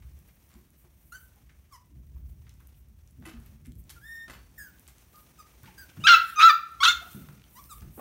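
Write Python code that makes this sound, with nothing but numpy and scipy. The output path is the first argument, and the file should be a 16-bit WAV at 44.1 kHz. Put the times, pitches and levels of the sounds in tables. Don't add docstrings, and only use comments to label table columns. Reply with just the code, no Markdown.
import sys
import numpy as np
from scipy import signal
from scipy.fft import rfft, irfft, next_fast_len
from scipy.io import wavfile
from scipy.ndimage import uniform_filter1d, minimum_filter1d, map_coordinates

SR = 44100
rng = np.random.default_rng(int(sys.argv[2]) if len(sys.argv) > 2 else 0)


def invert_db(level):
    return 10 ** (np.asarray(level, dtype=float) / 20)


def file_out(sig):
    cols = np.atleast_2d(sig).T
    lim = np.clip(cols, -1, 1)
    pcm = np.round(lim * 32767).astype(np.int16)
    wavfile.write(sys.argv[1], SR, pcm)


N = 352976

# t/s, level/dB
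HOUSE_STIR = [(0.0, -42.5), (0.36, -55.5), (1.85, -53.5), (2.16, -41), (2.72, -51.5), (3.3, -50),
              (3.43, -40), (3.56, -48), (3.68, -42.5), (4.2, -57.5), (4.4, -49), (5.01, -56), (5.9, -54),
              (6.0, -54), (6.6, -60.5), (6.85, -51.5), (7.57, -55.5), (7.84, -47.5)]
# t/s, level/dB
BEDDING_LEVEL = [(0.0, -72), (1.1, -75.5), (1.34, -73), (1.8, -77), (2.1, -77.5), (2.65, -74), (2.88, -77.5),
                 (3.35, -73), (3.45, -69.5), (3.75, -81.5), (3.93, -67.5), (4.1, -75), (4.25, -71.5),
                 (5.95, -65.5), (6.66, -69.5), (6.95, -60.5), (7.5, -70), (8.0, -70)]
# f/Hz, level/dB
RUMBLE_SPECTRUM = [(15, -47.5), (30, -10.5), (46, -6.5), (59, 1.5), (76, -2), (97, -11), (140, -15),
                   (180, -43), (310, -120)]
# f/Hz, level/dB
SHUFFLE_SPECTRUM = [(71, -40.5), (120, -0.5), (161, -1.5), (355, -17), (495, -29), (700, -32.5), (910, -65),
                    (1540, -120)]
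# f/Hz, level/dB
RUSTLE_SPECTRUM = [(290, 1.5), (500, -3.5), (936, -6), (1130, -6.5), (1470, -8.5), (2250, -7), (4890, -14),
                   (5910, -8.5), (7590, -15), (10000, -12.5), (13000, -57), (22000, -120)]
# f/Hz, level/dB
BAG_SPECTRUM = [(5300, -30), (9000, -2.5), (10500, -10.5), (11400, 0), (13900, -1.5), (15800, 1)]
# middle t/s, length/s, level/dB
SWISHES = [(0.43, 0.44, -74), (1.07, 0.24, -67), (1.22, 0.11, -59.5), (4.115, 0.21, -60),
           (4.623, 0.071, -57), (5.19, 0.1, -59), (4.6, .06, -76), (7.14, 0.17, -56.5), (6.29, .15, -54.5),
           (4.8, 0.071, -81), (7.3, 0.063, -67), (7.59, 0.16, -57), (7.74, 0.155, -56), (3.8, 0.033, -59),
           (2.3, 0.04, -66), (2.78, 0.055, -68), (0.806, 0.082, -65), (7.98, 0.091, -51)]
# t/s, peak level/dB, f/Hz, t60/s
BUMPS = [(0.551, -49, 216, 0.29), (3.186, -44, 244.5, 0.16), (3.264, -40.5, 326, 0.21),
         (3.334, -41, 231, .3), (3.521, -50.5, 225, 0.32), (3.672, -39, 236, 0.15),
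         (5.636, -51.5, 254, 0.091), (7.975, -44, 299, .2), (.56, -54, 347, 0.18), (.85, -59.5, 348, .15),
         (1.91, -56, 299, 0.22), (2.901, -56, 213, .2), (4.589, -58, 197, 0.29)]
# t/s, peak level/dB, f/Hz, t60/s, body shuffle level/dB
THUMPS = [(0.552, -48, 69, 0.16, -57.5), (1.95, -52, 99.5, 0.22, -53.5), (2.147, -33, 55, 0.16, -78),
          (3.186, -34, 68, 0.078, -50), (3.358, -37.5, 49, 0.19, -54), (3.667, -47, 69, 0.084, -49),
          (3.759, -33.5, 63.6, 0.1, -54.5), (4.288, -49, 66.6, 0.27, -55), (5.629, -46, 94, 0.22, -54),
          (5.971, -40.5, 82, 0.58, -40.5), (7.147, -29, 128.7, 0.069, -39.5),
          (7.29, -40.5, 136.7, 0.19, -48), (7.815, -33, 57.2, 0.18, -45.5)]
# t/s, peak level/dB
NUDGES = [
    (3.253, -33),
    (4.297, -34.5),
]
# f/Hz, level at first nudge/dB, level at second nudge/dB, t60/s
DISH_TONES = [(1040, -1, -2, 0.09), (2000, 6, 8, 0.047), (2620, 0.5, -1, 0.066), (3000, -12, -12, 0.41),
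              (4000, -18, -22, 0.12), (4500, -29, -18, 0.68), (7230, -13, -7, 0.18), (8700, -11, -18, 0.13),
              (9250, -12, -12, 0.12), (10150, -11, -20, 0.12), (11100, -4.5, -22, .07),
              (14180, -14, -6, .2)]
# t/s, peak level/dB, brightness/(dB per octave), t60/s
SCUFFS = [(0.498, -51.5, 1, 0.5), (3.22, -47.5, -4, 1), (3.252, -34, -1.5, 0.27), (3.895, -31.5, 4, 0.095),
          (4.279, -34.5, -2, 0.13), (4.296, -32, -1.5, 0.28), (4.878, -39.5, 3, 0.11),
          (5.638, -45, -2, 0.23), (7.105, -37, 6.5, 0.17), (0.84, -48.5, -5.5, 0.19),
          (7.974, -25.5, -13, 0.24), (7.988, -30.5, -8.5, 0.32)]
# f/Hz, level/dB
SCUFF_SPECTRUM = [(120, -75), (200, -7.5), (334, -11.5), (490, -13), (1610, -8.5), (1790, -10), (4990, -18),
                  (14700, -23), (15800, -39)]
# t/s, peak level/dB, centre f/Hz
PADS = [(0.2876, -55.5, 2230), (0.283, -64, 484), (1.365, -61, 800), (5.655, -48, 2190), (5.672, -49, 2170),
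        (5.705, -52.5, 2000), (5.89, -50, 2270), (3.222, -67, 1900), (3.29, -48, 2700), (3.33, -55, 2860),
        (3.365, -55, 1200), (4.335, -46, 2600), (4.365, -57, 1530), (.02, -56, 1490), (0.541, -58, 1020),
        (1.492, -53, 2000), (1.6494, -63, 2220), (2.1603, -62, 1040), (2.4655, -53.5, 1900),
        (2.4932, -56, 3180), (2.5994, -57.5, 1540), (2.74, -61, 3260), (3.402, -76, 1010),
        (3.462, -56.5, 2290), (3.652, -52.5, 2200), (5.6329, -50.5, 1690), (5.9673, -46.5, 1366),
        (7.819, -49, 1260)]
# t/s, peak level/dB, centre f/Hz
HARD_TICKS = [(0.19, -43, 13000), (0.7043, -48, 11900), (0.7344, -54, 11900), (1.3598, -47, 12900),
              (2.54, -53, 7400), (2.672, -42, 11500), (3.0749, -50, 5830), (3.7198, -53, 3400),
              (3.7205, -50, 10100), (3.7545, -47, 13400), (3.8397, -50, 8700), (3.8945, -39.5, 4500),
              (3.8962, -53, 3000), (3.9078, -39, 6200), (4.796, -39.5, 11500), (4.8778, -38, 8450),
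              (4.9825, -46, 6740), (7.2868, -41, 990), (7.5098, -48, 12230), (3.668, -46, 11000),
              (3.616, -58, 12200), (7.3962, -55, 2510), (7.418, -50, 2460), (7.44, -46, 3180),
              (5.158, -45, 5100), (2.364, -65, 5900),
              (0.1521, -60, 11900), (0.2774, -50, 14600), (0.286, -42, 15100), (0.3566, -48, 14800),
          (0.4399, -52, 13500), (0.4913, -51, 12500), (0.54, -52, 6360), (0.612, -54, 14500),
          (1.8587, -53, 14000), (2.0667, -56, 12300), (2.1605, -65, 13300), (2.4934, -46.5, 6600),
          (2.6045, -51, 13600), (2.8863, -54, 11200), (2.9886, -64, 14000), (3.109, -53, 9210),
          (3.1767, -60, 14000), (3.2001, -49, 15200), (3.3314, -60, 10200), (3.3754, -60, 8970),
          (3.4017, -49, 9430), (3.4617, -42, 12300), (3.6535, -52.5, 12500), (3.659, -45, 8660),
          (3.649, -55, 7000), (3.749, -56, 14000), (3.761, -59, 8500), (6.719, -52.5, 12000),
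          (6.75, -58.5, 8000), (7.808, -44.5, 4600), (7.782, -49, 2700), (5.899, -46.5, 3500),
          (4.5141, -56, 8760), (4.787, -60, 12400), (4.8924, -49, 8900), (4.9477, -60, 11400),
          (5.0704, -56, 11500), (5.6328, -40, 13000), (4.868, -49, 3000), (4.785, -54, 2500),
          (5.8994, -66, 5050), (6.6754, -64, 5860), (7.64, -44, 5500), (7.8189, -48, 7500),
          (7.9083, -53, 15400)]

# t/s, pitch f/Hz, level/dB
WHINES = [
    [(4.012, 1568, -59), (4.04, 1690, -50), (4.066, 1827, -46), (4.12, 1838, -42.5), (4.22, 1838, -44.5),
     (4.27, 1828, -52.5)],
    [(1.116, 1375, -83), (1.123, 1375, -43), (1.14, 1484, -45.5), (1.155, 1518, -41.5), (1.185, 1505, -60)],
    [(6.21, 1940, -64), (6.235, 1870, -54.5), (6.265, 1850, -60), (6.3, 1800, -48), (6.315, 1860, -64),
     (6.335, 1840, -57), (6.355, 1900, -65)],
]
# t/s, pitch f/Hz, level/dB
BREATHY_CRIES = [
    [(1.709, 1244, -71), (1.726, 1120, -50.5), (1.742, 1035, -50.5), (1.765, 942, -50), (1.78, 985, -77)],
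    [(5.384, 1320, -64), (5.393, 1263, -48.5), (5.406, 1210, -48), (5.425, 1160, -56)],
    [(7.551, 931, -61), (7.57, 990, -49), (7.6, 1179, -49.5), (7.618, 1107, -68.5)],
    [(7.692, 1375, -62), (7.7, 1338, -51), (7.728, 1178, -41.5), (7.745, 1076, -63)],
]
# t/s, length/s, first f/Hz, last f/Hz, level/dB
MUFFLED_CRIES = [
    (3.958, 0.042, 1464, 1290, -56),
    (5.14, 0.059, 1210, 1223, -54.5),
    (5.672, 0.037, 946, 788, -53),
    (6.0, 0.069, 2760, 3280, -54),
    (7.012, 0.034, 698, 693, -49.5),
    (7.06, 0.036, 740, 681, -56),
]
# t/s, pitch f/Hz, level/dB
HOARSE_CRIES = [
    [(4.577, 1850, -58), (4.583, 1808, -44), (4.6, 1686, -44.5), (4.645, 1645, -46), (4.69, 1452, -54.5),
     (4.71, 1420, -64)],
    [(5.776, 1660, -63), (5.782, 1605, -46), (5.82, 1566, -47), (5.845, 1483, -52), (5.865, 1430, -66)],
]
# brightness/(dB per octave), tongue resonance f/Hz, its lift/dB
FAINT_COLOURS = [(-1.5, 5500, 1.5), (1, 6480, 23), (5.5, 3650, 10), (2.5, 5240, 8.5), (3.5, 7700, 7),
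                 (3, 5440, 5.5), (4.5, 7560, 9.5), (-14, 3000, 1.5), (-16, 3000, 1.5), (-16, 3000, 1.5),
                 (-27, 4100, 3.5), (-16, 3000, 1.5), (-16, 3000, 1.5), (4, 4200, 1.5), (4, 4800, 10)]
# f/Hz, level/dB
NOSE = [(600, 0.5), (1900, 1), (2450, -18.5), (3300, -15.5), (5000, -19.5), (7500, -19), (10500, -21.5),
        (15000, -24)]
# f/Hz, level/dB
WHEEZE = [(600, 5.5), (1300, 8.5), (2200, -9), (3200, -17), (4600, -13.5), (7000, -17), (9500, -16),
          (11000, -24), (15000, -21)]
# f/Hz, level/dB
THROAT = [(600, -30.5), (1400, -1), (1900, -2.5), (3300, -36.5), (5000, -27), (7000, -27), (8500, -27),
          (10500, -38), (15000, -24)]

# t/s, pitch f/Hz, level/dB, tongue resonance f/Hz, its lift/dB
YIPS = [
    [(6.038, 1223, -36.5, 3670, 7), (6.053, 1296, -26.5, 3800, -5), (6.066, 1349, -21.5, 4000, -9),
     (6.071, 1616, -12.5, 3350, 9), (6.09, 1432, -9, 4150, 7), (6.115, 1362, -13.5, 4000, 7.5),
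     (6.148, 1323, -8.5, 2670, -9.5), (6.158, 1325, -27, 2660, -4.5), (6.176, 1274, -25.5, 2650, -7.5)],
    [(6.358, 1228, -44.5, 6300, 31), (6.376, 1249, -30, 6490, 6), (6.394, 1221, -19.5, 3000, -5),
     (6.42, 1341, -14, 2830, 17.5), (6.436, 1306, -9.5, 4070, 10.5), (6.458, 1342, -10, 4000, 4.5),
     (6.482, 1345, -11.5, 4000, -0.5), (6.505, 1186, -18.5, 3600, 4.5), (6.52, 1130, -34.5, 5900, 10.5)],
    [(6.8035, 1105, -37.5, 3220, 11), (6.809, 1080, -31.5, 3210, 1), (6.829, 1150, -25.5, 3450, -3.5),
     (6.834, 1540, -17.5, 4000, 5), (6.85, 1292, -20.5, 3900, 4.5), (6.864, 1301, -20, 2650, 13),
     (6.886, 1418, -19, 2900, 6), (6.905, 1451, -26, 3600, 6), (6.93, 1415, -30, 3630, 0.5)],
]
# f/Hz, level/dB
MOUTHS = [
    [(600, -45.5), (1000, -17), (1350, 1.5), (2000, -10.5), (2700, -5), (4000, -13.5), (5200, -22.5),
     (6800, -28), (7700, -38.5), (10500, -44.5), (13000, -51.5), (15800, -57)],
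    [(600, -43.5), (1000, -13), (1350, 5), (2000, -12), (2750, -17), (3950, -17.5), (5200, -29.5),
     (6800, -30.5), (7700, -42), (11200, -46.5), (13000, -57.5), (15800, -60)],
    [(600, -59.5), (1000, -5.5), (1350, 4), (2000, -10.5), (2700, -14.5), (3550, -4.5), (5200, -20),
     (6800, -22.5), (7700, -30.5), (10500, -37), (13000, -38), (15800, -50.5)],
]
# break t/s, settle t/s, scream roughness/(0-1), settled roughness/(0-1)
STAGES = [
    (6.068, 6.113, .48, .25),
    (6.397, 6.434, .55, .13),
    (6.831, 6.858, .52, .24),
]
# half-pitch lines in the scream/dB, when settled/dB,
# brightness before the break, in the scream and when settled/(dB per octave)
YIP_COLOURS = [
    (-3, -8.5, 2.9, 0.39, -0.32),
    (-3.5, -5, 2, 3.1, -0.42),
    (9, 0.5, -0.6, 0.8, 0.95),
]

# f/Hz, t60/s
ROOM_DECAY = [(300, 0.22), (1300, 0.39), (3500, 0.29), (7000, 0.28), (14000, 0.3)]
# f/Hz, level/dB
PORT_SPECTRUM = [(11500, -61), (13000, -22), (14800, -2), (15800, -4.5)]

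CLEAN_ROUGH, CLEAN_HALF_DB = 0.09, -36
TURN_S = 0.005
TONGUE_WIDTH_HZ, RASP_DB = 410, -5
DULLS = 1.3


def unit(x):
    return x / np.sqrt(np.mean(x ** 2) + 1e-20)


def along(points, hz):
    f, v = np.transpose(points)
    return np.interp(np.log(hz + 1), np.log(f + 1), v)


def chance(size):
    return rng.standard_normal(-(-size // 4096) * 4096)[:size]


def wobble(rate, size):
    knots = chance(int(size * rate / SR) + 4)
    return map_coordinates(knots, [np.arange(size) * rate / SR])


def coloured(x, spectrum):
    m = next_fast_len(len(x) + 2048)
    gain = invert_db(along(spectrum, np.fft.rfftfreq(m, 1 / SR)))
    return irfft(rfft(x, m) * gain, m)[:len(x)]


def noise(spectrum, size):
    return unit(coloured(chance(size), spectrum))


def add(track, s, sound):
    part = track[round(s * SR):][:len(sound)]
    part += sound[:len(part)]


def room(x, delay, slow=1):
    hz, t, z = signal.stft(rng.standard_normal(SR), SR, nperseg=256)
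    t60 = slow * along(ROOM_DECAY, hz)[:, None]
    tail = signal.istft(z * invert_db(-60 * t / t60), SR, nperseg=256)[1]
    late = np.pad(x, (round(delay * SR), 0))
    return signal.fftconvolve(late, tail / np.linalg.norm(tail))[:N]


def background():
    t = np.arange(N) / SR
    house_db = np.interp(t, *np.transpose(HOUSE_STIR))
    bedding_db = np.interp(t, *np.transpose(BEDDING_LEVEL))
    rumble = invert_db(house_db - 4.5 + 1.7 * wobble(7.5, N)) * noise(RUMBLE_SPECTRUM, N)
    shuffle_db = -66.5 + 0.45 * (house_db + 53.0) + 1.6 * wobble(12.0, N) + 0.65 * wobble(11.0, N)
    shuffle = invert_db(shuffle_db) * noise(SHUFFLE_SPECTRUM, N)
    stir = np.tanh(wobble(28, N))
    rustle = invert_db(bedding_db + 3.5 + 0.99 * stir + 1.7 * wobble(110, N)) * noise(RUSTLE_SPECTRUM, N)
    swish = sum(invert_db(db) * np.exp(-(2 * (t - s) / length) ** 2) for s, length, db in SWISHES)
    crackle = invert_db(1.5 * stir + 0.8 * wobble(90, N))
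    bag = (invert_db(bedding_db + 2.5) + swish) * crackle * noise(BAG_SPECTRUM, N)
    return rumble + shuffle + rustle + bag


def tub():
    out, t = np.zeros(N), np.arange(SR // 2) / SR
    for s, db, hz, t60 in BUMPS:
        turn = 2 * np.pi * np.cumsum(hz * (1 + 0.025 * wobble(46.5, len(t)))) / SR
        add(out, s, invert_db(db - 60 * t / t60) * (1 - np.exp(-t / 0.0054)) * np.sin(turn))
    return out


def thumps():
    out, t = np.zeros(N), np.arange(SR // 2) / SR
    for s, db, hz, t60, body_db in THUMPS:
        turn = 2 * np.pi * np.cumsum(hz * (1 + 0.19 * wobble(48, len(t)))) / SR
        add(out, s, invert_db(db - 60 * t / t60) * (1 - np.exp(-t / 0.0017)) * np.sin(turn))
        body = invert_db(body_db + 2.5 - 60 * t / 0.44) * (1 - np.exp(-t / 0.014))
        add(out, s, body * noise(SHUFFLE_SPECTRUM, len(t)))
    return out


def dish():
    out, t = np.zeros(N), np.arange(SR // 2) / SR
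    for k, (s, db) in enumerate(NUDGES):
        ring = sum(invert_db(levels[k] - 60 * t / t60) * np.sin(2 * np.pi * hz * t)
                   for hz, *levels, t60 in DISH_TONES)
        add(out, s, invert_db(db - 14.5 + 1.9 * wobble(64, len(t))) * (1 - np.exp(-t / 0.0011)) * ring)
    return out


def scuffs():
    out, t = np.zeros(N), np.arange(SR // 2) / SR
    for s, db, bright, t60 in SCUFFS:
        colour = [(hz, level + bright * np.log2(max(hz, 400) / 1500)) for hz, level in SCUFF_SPECTRUM]
        grit = invert_db(7 * np.tanh(wobble(400, len(t))))
        swell = invert_db(db - 12.5 - 60 * t / t60) * (1 - np.exp(-t / 0.0021))
        add(out, s, swell * unit(grit * noise(colour, len(t))))
    return out


def ticks(contacts, t60, rise):
    out, t = np.zeros(N), np.arange(SR // 8) / SR
    for s, db, hz in contacts:
        crack = rng.standard_normal(len(t)) * invert_db(-60 * t / (t60 + 22 / hz)) * (1 - np.exp(-t / rise))
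        crack = coloured(crack, [(hz / 5, -26), (hz * 0.7, -6), (hz, 0),
                                 (hz * 1.5, -8), (hz * 4, -22), (hz * 9, -32)])
        add(out, s, invert_db(db) * crack / np.abs(crack).max())
    return out


def call(track, rows, chaos, mouth, jitter, shimmer, flutter_db, breath_db):
    s, *cols = np.transpose(rows)
    t = np.arange(s[0], s[-1], 1 / SR)
    hz, db, half_db, bright, tongue_hz, lift_db = [np.interp(t, s, c) for c in cols]
    rough = np.interp(t, *np.transpose(chaos))
    shaken = hz * (1 + jitter * rough * wobble(500, len(t)) + 0.0069 * wobble(55.0, len(t)))
    phase = np.pi * np.cumsum(shaken) / SR
    k = np.arange(1, 30)[:, None]
    flutter = flutter_db * np.array([wobble(60.9, len(t)) for _ in k]) * (k != 2)
    lift = lift_db * np.exp(-((k * hz / 2 - tongue_hz) / TONGUE_WIDTH_HZ) ** 2)
    level_db = bright * np.log2(np.maximum(k / 2, 1)) + half_db * (k % 2) + flutter + lift
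    tone = np.sum(invert_db(level_db) * (k * hz < 33000) * np.sin(k * phase + k * k), 0)
    tone *= 1 + np.tanh(shimmer * rough * wobble(800, len(t)))
    lowest = hz.min()
    air = noise([(0.55 * lowest, -40), (lowest, -10), (2.5 * lowest, 0)], len(t))
    puffs = invert_db(breath_db) * air * (1 + np.sin(2 * phase))
    tongue = wobble(700, len(t)) * np.sin(2 * np.pi * np.cumsum(tongue_hz) / SR)
    rasp = (invert_db(lift_db) - 1) * invert_db(RASP_DB) * tongue
    edge = np.clip(np.minimum((t - s[0]) / 0.002, (s[-1] - t) / 0.008), 0, 1)
    source = np.sqrt(2 - rough) * tone + rough * (puffs + rasp)
    folds = edge * invert_db(db - along(mouth, hz)) * source
    add(track, s[0], coloured(folds, mouth))


def arc(start, length, first_hz, last_hz, db):
    s = np.array([0, 0.005, length - 0.016, length])
    pitch = first_hz + (last_hz - first_hz) * s / length
    return list(zip(start + s, pitch, db + np.array([-20, 0, 1.5, -20])))


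def whimpers():
    out = np.zeros(N)
    muffled = [arc(*row) for row in MUFFLED_CRIES]
    kinds = [(WHINES[:1], 0.07, NOSE), (WHINES[1:2], 0.2, NOSE), (WHINES[2:], 0.18, NOSE),
             (BREATHY_CRIES, 0.22, WHEEZE), (muffled, 0.17, NOSE), (HOARSE_CRIES, 0.2, THROAT)]
    colours = iter(FAINT_COLOURS)
    for cries, rough, mouth in kinds:
        for cry, (bright, *tongue) in zip(cries, colours):
            first, last = cry[0][0], cry[-1][0]
            rows = [(s, hz, db - 3.0, -60, bright + DULLS * (0.5 - (s - first) / (last - first)), *tongue)
                    for s, hz, db in cry]
            call(out, rows, [(0, rough)], mouth, jitter=0.1, shimmer=0.6, flutter_db=3.5, breath_db=12)
    return out


def yips():
    out = np.zeros(N)
    for yip, stages, colour, mouth in zip(YIPS, STAGES, YIP_COLOURS, MOUTHS):
        snap, settle, scream, calm = stages
        half_db, half_late_db, early, loud, late = colour
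        turns = [snap - TURN_S, snap + TURN_S, settle - TURN_S, settle + TURN_S]

        def stage(s, clean, screamed, settled):
            return np.interp(s, turns, [clean, screamed, screamed, settled])

        rows = [(s, hz, db, stage(s, CLEAN_HALF_DB, half_db, half_late_db), stage(s, early, loud, late), *tongue)
                for s, hz, db, *tongue in yip]
        chaos = list(zip(turns, [CLEAN_ROUGH, scream, scream, calm]))
        call(out, rows, chaos, mouth, jitter=0.085, shimmer=0.8, flutter_db=4.5, breath_db=11)
    return invert_db(1.5) * out


def scene():
    loud, faint = yips(), whimpers()
    paws = ticks(HARD_TICKS, t60=0.0042, rise=0.0001) + ticks(PADS, t60=0.055, rise=0.0032)
    paws = paws + scuffs() + dish()
    sway = 0.8 * wobble(14, N)
    near = np.cos(sway) * room(loud, delay=0.004) + np.sin(sway) * room(loud, delay=0.005)
    wet = invert_db(-9.0) * near
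    wet = wet + invert_db(-6.0) * room(faint, delay=0.003)
    wet = wet + invert_db(-6.0) * room(paws, delay=0.0066)
    wet = wet + invert_db(-27) * room(loud, delay=0.029, slow=2.6)
    wet = wet + invert_db(-26) * room(loud, delay=0.036, slow=0.23)
    return (loud + faint + paws + wet + thumps() + tub() + background())[None]


def low_pass(x):
    return signal.sosfilt(signal.butter(12, 16450, fs=SR, output="sos"), x)


def record(dry):
    x = signal.sosfilt(signal.butter(4, 42, "high", fs=SR, output="sos"), dry[0])
    power = np.abs(uniform_filter1d(x * x, size=2200, origin=700))
    x = x + invert_db(-29.0) * power ** 0.46 * noise(PORT_SPECTRUM, N)
    needed = np.minimum(1, 0.7 / (np.abs(x) + 1e-9))
    x = x * uniform_filter1d(minimum_filter1d(needed, size=261), size=131)
    x = coloured(x, [(15790, 0), (15830, -80)])[None]
    return low_pass(x)


dry = scene()
out = record(dry)
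file_out(out)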